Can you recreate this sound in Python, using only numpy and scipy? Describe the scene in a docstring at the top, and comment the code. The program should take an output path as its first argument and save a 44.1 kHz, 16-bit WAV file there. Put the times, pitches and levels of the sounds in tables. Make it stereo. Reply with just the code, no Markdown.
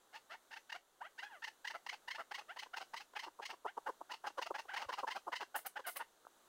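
"""Rally call of a chukar partridge

On a rock of an open hillside the bird works up runs of short, raspy notes, with brief gliding whines
and, as it speeds up, low closed-beak clucks. Each is a pulsed source shaped by resonant filters.
Dry scuffs (decaying noise) sound under the last notes and two faint taps follow.
Stony ground adds a short noise-like tail; the almost still air is a wide hush with a few low bumps."""
import sys
import numpy as np
from scipy import signal
from scipy.fft import rfft, irfft, next_fast_len
from scipy.io import wavfile

SR = 44100
rng = np.random.default_rng(int(sys.argv[2]) if len(sys.argv) > 2 else 0)


def generate_wav(sig):
    """Save sig (samples, or channels by samples) to the path in sys.argv[1] as 16-bit PCM at SR."""
    pcm = np.round(np.clip(np.atleast_2d(sig).T, -1, 1) * 32767).astype(np.int16)
    wavfile.write(sys.argv[1], SR, pcm)


N = 285768
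PAD = 256  # silent samples ahead of a sound that is filtered

# resonances of the open throat: [f/Hz, relative level/dB]
THROAT = [(80, -57.5), (180, -22), (300, -16), (550, -7.5), (900, -1.5), (1300, -4), (1600, -12),
          (2200, -69), (5000, -46.5)]
# strain moves sound from the throat up into the mouth: mouth level over the throat's
MOUTH_SLACK_DB, MOUTH_PER_STRAIN_DB = -11.5, 26.5


def undb(db):
    """Level to amplitude: 20 dB is a factor of ten."""
    return 10 ** (np.asarray(db) / 20)


def unit(x):
    """Normalization to an rms amplitude of 1."""
    return x / np.sqrt(np.mean(x ** 2) + 1e-18)


def colour(x, points):
    """Minimum-phase filtering by [f/Hz, level/dB] points: resonances ring after what excites them."""
    hz, db = np.transpose(points)
    size = x.shape[-1]
    f = np.maximum(np.fft.rfftfreq(size, 1 / SR), 1)
    gain = undb(np.interp(np.log(f), np.log(hz), db))
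    # folding the cepstrum onto positive times makes the filter causal
    cepstrum = irfft(np.log(gain), size)
    cepstrum[1:size // 2] *= 2
    cepstrum[size // 2 + 1:] = 0
    return irfft(rfft(x) * np.exp(rfft(cepstrum)), size)


def wander(count, rate):
    """Band-limited random motion: straight lines between normal draws, rate of them per second."""
    at = np.arange(count) * rate / SR
    knots = int(at[-1]) + 2
    return np.interp(at, np.arange(knots), rng.standard_normal(knots))


def add(out, start, x):
    """Superposition of a sound at its start time in seconds."""
    i = max(int(start * SR), 0)
    out[i:i + len(x)] += x[:len(out) - i]


def still_air(level_db=-70.5, sway_db=1, sway_hz=5.17):
    """Diffuse field: independent mid and side noise makes a wide hush whose level sways a little."""
    # hush spectrum: [f/Hz, relative level/dB]
    air_spectrum = [(30, -14), (60, -25), (130, -20), (200, -17.5), (330, -9), (450, -8.5), (1400, -9.5),
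                    (2400, -22.5), (3800, -15.5), (5200, -24), (6200, -17.5), (15500, -26)]
    # share of unrelated sound at the two ears: [f/Hz, side minus mid level/dB]
    air_width = [(60, 15), (130, 18.5), (200, 12), (400, 0), (1200, -20), (2400, -7.5), (8000, -3),
                 (15000, -10.5)]
    mid = unit(colour(rng.standard_normal(N), air_spectrum))
    side = unit(colour(rng.standard_normal(N), air_spectrum))
    side = colour(side, air_width)
    return np.array([mid + side, mid - side]) * undb(level_db + sway_db * wander(N, sway_hz))


def syrinx(hz, rough, halves, jitter=0.093, shimmer=1.0, turbulence=1.0, flutter_hz=900,
           waver=0.033, waver_hz=170, dispersion=.7):
    """Membrane oscillation: roughness scatters the pulses and admits pulsed air; halves alternates them."""
    count = len(hz)
    flutter = jitter * rough * wander(count, flutter_hz)
    slow_waver = waver * np.sqrt(rough) * wander(count, waver_hz)
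    phase = 2 * np.pi * (np.cumsum(hz * (1 + flutter + slow_waver)) / SR + rng.random())
    k = np.arange(1, int(SR / 3 / hz.max()))[:, None]  # partial numbers
    # the half-rate term makes alternate pulses strong and weak
    size = 1 + shimmer * rough * wander(count, flutter_hz) + halves * np.cos(phase / 2)
    # the windpipe delays the upper partials, which smears each pulse
    partials = np.cos(k * phase - dispersion * k ** 2)
    pulses = unit(partials.sum(axis=0) * size)
    # air rushes through once a cycle
    air = unit(rng.standard_normal(count) * (1 + np.cos(phase)))
    return pulses + turbulence * rough * air, air


def beak(hz, boost_db=16, octaves=0.34):
    """Cavity resonance: one peak, at the beak's frequency, raised on the spectrum of the mouth."""
    # passage of the mouth: [f/Hz, relative level/dB]
    mouth_passage = np.array([(200, -74.5), (1000, -23.5), (1400, 1.5), (1900, -2), (2450, -8), (2900, 3),
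                              (3500, -6.5), (4500, -38.5), (9000, -48)])
    grid = np.geomspace(200, 9000, 80)
    base = np.interp(np.log(grid), np.log(mouth_passage[:, 0]), mouth_passage[:, 1])
    peak = boost_db / (1 + (np.log2(grid / hz) / octaves) ** 2)
    return np.transpose([grid, base + peak])


def syllable(length, crest, pitches, rough, halves, throat, mouth_hz, mouth_db, rasp_db,
             spill=1.55, swell=1.52, open_power=1.37, rasp_power=1.38, rasp_air=0.8, mouth_air=0.77,
             opening=0.09):
    """Source and filter: one push of air drives throat, mouth and rasp; the upper two favour the crest."""
    # rasp resonances: [f/Hz, relative level/dB]
    rasp_spectrum = [(200, -74), (2600, -20.5), (3800, 0), (4600, 3.5), (5300, -0.5), (6200, -3.5),
                     (7600, -16.5), (9000, -15.5), (11000, -27.5), (15000, -15)]
    u = np.linspace(0, 1, int(length * spill * SR))  # the sound spills past its nominal length
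    centred = (2 * u - 1) * spill  # -1 and 1 are the nominal ends
    # a parabola through the pitches at start, middle and end
    hz = np.polyval(np.polyfit([-1, 0, 1], pitches, 2), np.clip(centred, -1, 1))
    course = np.interp(u, [0, np.clip(crest, .1, .9), 1], [0, .5, 1])
    push = np.abs(np.sin(np.pi * course)) ** swell
    voice, air = syrinx(hz, np.clip(rough, 0, 1), halves)
    size = next_fast_len(len(u) + 2 * PAD)

    def through(drive, shape):
        """Resonant filtering with silence around the drive, so that the ringing has room."""
        return colour(np.pad(drive, (PAD, size - len(u) - PAD)), shape)

    oral = (voice + mouth_air * rough * air) * push ** open_power
    # the opening beak is a crossfade from a lower to a higher resonance
    opened = np.clip(.5 + centred, 0, 1)
    narrow = through(oral * (1 - opened), beak(mouth_hz * (1 - opening)))
    wide = through(oral * opened, beak(mouth_hz * (1 + opening)))
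    mouth = narrow + wide
    rasp = through((voice + rasp_air * air) * push ** rasp_power, rasp_spectrum)
    upper = unit(mouth) + undb(rasp_db) * unit(rasp)
    out = unit(through(voice * push, throat)) + undb(mouth_db) * upper
    # unit level over the nominal length; also return the time from start to middle
    return unit(out) * np.sqrt(length * SR / size), (PAD + len(u) / 2) / SR


def notes(crest=0.52, doubling=0.33, scoop=0.1402, droop=.04, droop_per_s=.018, climb_per_strain=.2,
          rough_slack=0.62, clean_per_strain=0.37, hoarse_per_s=0.024, rasp_narrow_db=-21,
          rasp_per_gape_db=17, narrow_hz=1592, octaves_per_gape=0.54):
    """Driven membrane and tract: strain sets brightness, bend and roughness; gape, rasp and resonance."""
    # raspy open-beak notes: [middle t/s, nominal length t/s, level/dB, middle pitch f/Hz, strain 0-1,
    # gape of the beak 0-1]; levels hold before the ear gains
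    note_table = [(0.156, .046, -52.5, 862, 0.42, 0.74), (0.324, 0.047, -52, 694, 0.49, 0.52),
                  (0.347, 0.024, -54, 878, 0.32, .22), (0.516, 0.017, -55, 854, 0.55, 0.57),
                  (0.536, 0.022, -50.5, 904, 0.66, .58), (0.571, .023, -51, 846, 0.59, 0.58),
                  (.702, .014, -50, 858, 0.76, 0.54), (0.727, 0.014, -44, 892, 0.68, 0.63),
                  (0.756, .029, -49.5, 718, 0.33, .6), (1.195, .028, -48.5, 920, 0.85, 0.47),
                  (1.237, .028, -47.5, 818, 0.53, 0.49), (1.428, .014, -48, 900, 0.77, 0.06),
                  (1.445, .017, -43.5, 949, 0.83, 0.65), (1.481, .019, -47, 868, 0.56, .62),
                  (1.654, .016, -44, 910, 0.67, 0.37), (1.679, 0.017, -43, 980, 1, 0.75),
                  (1.71, 0.02, -46.5, 913, 0.54, 0.67), (1.753, 0.027, -46, 681, 0.21, 0.44),
                  (1.869, .011, -45, 960, .4, 0.75), (1.896, .015, -42, 1038, 1, 0.66),
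                  (1.936, 0.027, -48.5, 833, 0.36, 0.84), (2.086, .017, -44.5, 943, 0.55, 0.52),
                  (2.114, 0.019, -43, 1025, .92, 0.64), (2.156, .024, -48, 870, 0.58, 0.63),
                  (2.2, 0.034, -45, 688.6, 0.21, .28), (2.319, .017, -44.5, 831, 0.37, 0.53),
                  (2.352, .023, -45.5, 1038, 0.7, 0.8), (2.39, .023, -48, 872, 0.31, 0.9),
                  (2.414, .016, -58, 620, .12, .44), (2.571, .017, -49, 956, 0.28, 0.6),
                  (2.597, 0.021, -47.5, 1055, 0.87, 1), (2.631, 0.018, -48, 860, 0.43, 0.78),
                  (2.742, .017, -44.5, 746, .6, .02), (2.775, 0.024, -44.5, 877, .35, 0.94),
                  (2.818, .03, -48.5, 776.4, 0.2, 0.97), (2.944, .018, -43.5, 943, .15, 0.7),
                  (2.974, 0.024, -48.5, 1031, 0.8, 0.96), (3.011, 0.026, -53, 835, .45, 0.92),
                  (3.167, 0.023, -43, 826, 0.43, 0.46), (3.199, 0.022, -47, 1001, 0.74, 0.87),
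                  (3.24, 0.027, -47.5, 921, 0.29, 0.93), (3.431, 0.026, -49, 878, 0.43, 0.64),
                  (3.460, 0.017, -46, 1084, 0.84, 1), (3.505, 0.025, -47, 874, 0.39, 0.83),
                  (3.873, .022, -40, 875, 0, .2), (4.106, 0.022, -49.5, 866, 0.38, 0.3),
                  (4.119, .016, -44.5, 972, 0.3, 1), (4.142, .016, -47, 915, 0.23, 1),
                  (4.25, 0.021, -44.5, 896, 0.05, 0.05), (4.274, .024, -41, 852.6, 0.04, 0.94),
                  (4.425, 0.02, -41.5, 941, 0.4, 0.87), (4.468, .017, -45, 675, 0.2, 0.98),
                  (4.555, 0.024, -42.5, 848, .35, 0.44), (4.594, 0.023, -45, 923, 0.28, 0.88),
                  (4.744, 0.022, -43, 841, 0.35, 0.6), (4.773, .024, -40.5, 979, 0.52, 0.61),
                  (4.797, .032, -50, 784, 0.26, 0.8), (4.823, .02, -43, 908, 0.19, .9),
                  (4.846, .023, -54, 647, 0, .56), (4.935, 0.027, -42.5, 994, 0.26, 0.86),
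                  (4.992, 0.031, -42.5, 829, 0.05, 0.87), (5.082, 0.022, -39.5, 929, 0.19, 0.5),
                  (5.116, 0.029, -44.5, 1002, 0.56, 0.75), (5.163, 0.029, -43, 780.5, 0.02, 0.95),
                  (5.333, .024, -40, 975, .38, 0.39), (5.364, 0.022, -44.5, 998, .8, .86),
                  (5.413, 0.026, -44.5, 948, 0.22, 0.72), (5.559, .025, -38.5, 873, 0.28, .1),
                  (5.59, .016, -54, 642, 0.3, 0.6), (5.663, 0.025, -47, 802, 0.24, 0.7),
                  (5.77, .022, -42.5, 861, 0.41, 0.08), (5.882, 0.036, -44.5, 737, 0.29, 0.6),
                  (5.968, 0.022, -47.5, 568, 0.44, 0.64), (6.01, 0.032, -43.5, 910, 0.23, 0.14)]
    out = np.zeros(N)
    for at, length, db, hz, strain, gape in note_table:
        # scoop up to pitch; the end droops, more so late in the call, but strain makes it climb
        end = 1 - droop - droop_per_s * at + climb_per_strain * strain
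        pitches = hz * np.array([1 - scoop, 1, end])
        # strained notes are cleaner; the voice grows hoarser as the call goes on
        rough = rough_slack - clean_per_strain * strain + hoarse_per_s * at
        mouth_hz = narrow_hz * 2 ** (octaves_per_gape * gape)
        mouth_db = MOUTH_SLACK_DB + MOUTH_PER_STRAIN_DB * strain
        rasp_db = rasp_narrow_db + rasp_per_gape_db * gape  # over the mouth's level
        sound, lead = syllable(length, crest, pitches, rough, doubling * rough, THROAT,
                               mouth_hz, mouth_db, rasp_db)
        add(out, at - lead, undb(db) * sound)
    return out


def hillside(x, near_db=-12, near_t60=0.15, far_db=-27, far_t60=0.16, left_db=-0.32, right_db=-0.14):
    """Scattering: near stones give a short tail, the far slope a fainter, slightly longer one, per ear."""
    # colour of the scattered sound: [f/Hz, level/dB]
    tail_colour = [(200, -8), (600, -2), (1200, -5), (2000, 5.5), (4000, 7.5), (9000, 14.5), (15000, -4.5)]
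    t = np.arange(SR // 2) / SR
    response = 0
    for db, t60 in ((near_db, near_t60), (far_db, far_t60)):
        # 60 dB of decay in t60 seconds
        scatter = rng.standard_normal((2, len(t))) * np.exp(-np.log(1000) * t / t60)
        response = response + undb(db) * unit(scatter) / np.sqrt(len(t))
    tail = signal.fftconvolve(colour(x, tail_colour)[None], response, axes=1)[:, :N]
    return (x + tail) * undb([[left_db], [right_db]])


def whines(crest=0.43, rough=0.27, halves=0.03, sag=0.0253, mouth_hz=1750, rasp_db=-23):
    """Near-periodic oscillation: soft, nearly clean glides through a barely open beak."""
    # gliding whines: [middle t/s, nominal length t/s, level/dB, start pitch f/Hz, end pitch f/Hz,
    # strain 0-1]; levels hold before the ear gains
    whine_table = [(1.022, 0.025, -46.5, 714, 1194, 0), (1.058, 0.041, -53.5, 587, 828, 0.5),
                   (1.268, 0.043, -55.5, 882, 856, 0.88), (1.339, 0.084, -57, 1000, 578, 0.35),
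                   (2.509, 0.041, -50, 627, 920, 0.52), (3.685, .039, -50, 588, 888, 0.53),
                   (4.701, 0.03, -48.5, 611, 1260, 0.57), (4.725, .036, -51.5, 823, 755, .7),
                   (5.86, 0.034, -53, 804, 700, 1)]
    out = np.zeros(N)
    for at, length, db, first, last, strain in whine_table:
        pitches = (first, (1 - sag) * (first + last) / 2, last)
        mouth_db = MOUTH_SLACK_DB + MOUTH_PER_STRAIN_DB * strain
        sound, lead = syllable(length, crest, pitches, rough, halves, THROAT, mouth_hz, mouth_db, rasp_db)
        add(out, at - lead, undb(db) * sound)
    return out


def clucks(crest=0.55, fall=0.128, rough=0.61, halves=0.72, mouth_hz=1500, sealed_db=-36, leak_db=34,
           rasp_db=-12):
    """Subharmonic pulsing behind a shut beak: every other pulse is weak, and the rate sags."""
    # closed-beak clucks: [middle t/s, nominal length t/s, level/dB, middle pulse rate f/Hz,
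    # leak through the beak 0-1]; levels hold before the ear gains
    cluck_table = [(2.665, 0.013, -56.5, 501, 0.76), (3.137, 0.0087, -57, 514, 0.78),
                   (3.275, .024, -49.5, 341.4, 0.63), (3.399, 0.017, -46.5, 225, 0.2),
                   (3.535, 0.023, -53.5, 383.5, 0.6), (3.658, .019, -38.5, 444, 0.2),
                   (3.778, 0.016, -40, 432.6, 0.32), (3.893, .02, -40, 502, 0.49),
                   (4.014, .013, -45.5, 330.4, .05), (4.303, 0.013, -56, 326, .75),
                   (4.387, .022, -39, 541, .75), (4.509, 0.012, -38, 405, 0),
                   (4.655, 0.0089, -57.5, 421, .35), (4.897, 0.021, -41, 504, .85),
                   (5.0385, 0.016, -37.5, 535.3, .08), (5.281, .024, -41.5, 355.3, 0.28),
                   (5.425, 0.021, -45.5, 408.6, 0.97), (5.798, .017, -48, 539, 0.8)]
    # the throat with the beak shut: [f/Hz, relative level/dB]
    shut_throat = [(70, -27), (160, -38), (320, -8.5), (450, -7), (650, -7.5), (1000, 2.5), (1250, -9.5),
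                   (1600, -29), (2200, -52), (5000, -48)]
    out = np.zeros(N)
    for at, length, db, hz, leak in cluck_table:
        pitches = hz * (1 + fall * np.array([1, 0, -1]))
        mouth_db = sealed_db + leak_db * leak
        sound, lead = syllable(length, crest, pitches, rough, halves, shut_throat,
                               mouth_hz, mouth_db, rasp_db)
        add(out, at - lead, undb(db) * sound)
    return out


def bumps(hz=76, width=0.0075, imbalance=0.52):
    """Pressure gradient: slow swings of air push the two microphone ports in opposite directions."""
    # low bumps of air: [middle t/s, level of the left envelope's peak/dB]
    bump_table = [(4.272, -60), (4.39, -60), (4.868, -48)]
    out, t = np.zeros(N), np.arange(N) / SR
    for at, db in bump_table:
        envelope = np.exp(-((t - at) / width) ** 2)
        out += undb(db) * envelope * np.sin(2 * np.pi * hz * (t - at))
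    return np.array([out, -imbalance * out])


def scuffs(grain_db=2.5, grain_hz=1500):
    """Modulated noise: bright, gritty brushes that start fast and die away exponentially."""
    # dry scuffs: [start t/s, level before envelope and ear gains/dB, rise t/s, decay time constant t/s]
    scuff_table = [(5.555, -43, 0.006, 0.023), (5.66, -39, 0.0077, 0.0056), (5.864, -43.5, 0.0063, 0.033),
                   (5.958, -48, 0.0053, 0.011), (5.968, -36, 0.0015, 0.0051)]
    # spectrum of the grit: [f/Hz, relative level/dB]
    scuff_spectrum = [(1500, -31), (4000, -12.5), (7500, -14), (10000, -4.5), (13000, -2), (15500, -3)]
    out, t = np.zeros(N), np.arange(SR // 8) / SR
    for start, db, rise, decay in scuff_table:
        grains = undb(grain_db * wander(len(t), grain_hz))
        grit = unit(colour(rng.standard_normal(len(t)) * grains, scuff_spectrum))
        envelope = np.minimum(t / rise, 1) * np.exp(-np.maximum(t - rise, 0) / decay)
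        add(out, start, undb(db) * grit * envelope)
    return out


def taps(decay=0.0012):
    """Impulsive excitation: brief noise bursts, dulled by the same resonances as the open throat."""
    # faint soft taps: [start t/s, level before decay, filter and ear gains/dB]
    tap_table = [(6.25, -27.5), (6.268, -26.5)]
    out, t = np.zeros(N), np.arange(SR // 40) / SR
    for start, db in tap_table:
        add(out, start, undb(db) * unit(rng.standard_normal(len(t))) * np.exp(-t / decay))
    return colour(out, THROAT)


def scene(scuff_left_db=3.0, scuff_right_db=-1):
    """Superposition: the bird on its rock, scuffs a little to the left, in the hush of the slope."""
    bird_and_taps = hillside(notes() + whines() + clucks() + taps())
    grit = hillside(scuffs()) * undb([[scuff_left_db], [scuff_right_db]])
    return bird_and_taps + grit + still_air() + bumps()


def record(dry, top_hz=15700):
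    """Band limiting: a steep elliptic low-pass cuts the top."""
    low_pass = signal.ellip(8, .2, 70, top_hz, fs=SR, output="sos")  # ripple and stopband in dB
    return signal.sosfilt(low_pass, dry)


dry = scene()
out = record(dry)
generate_wav(out)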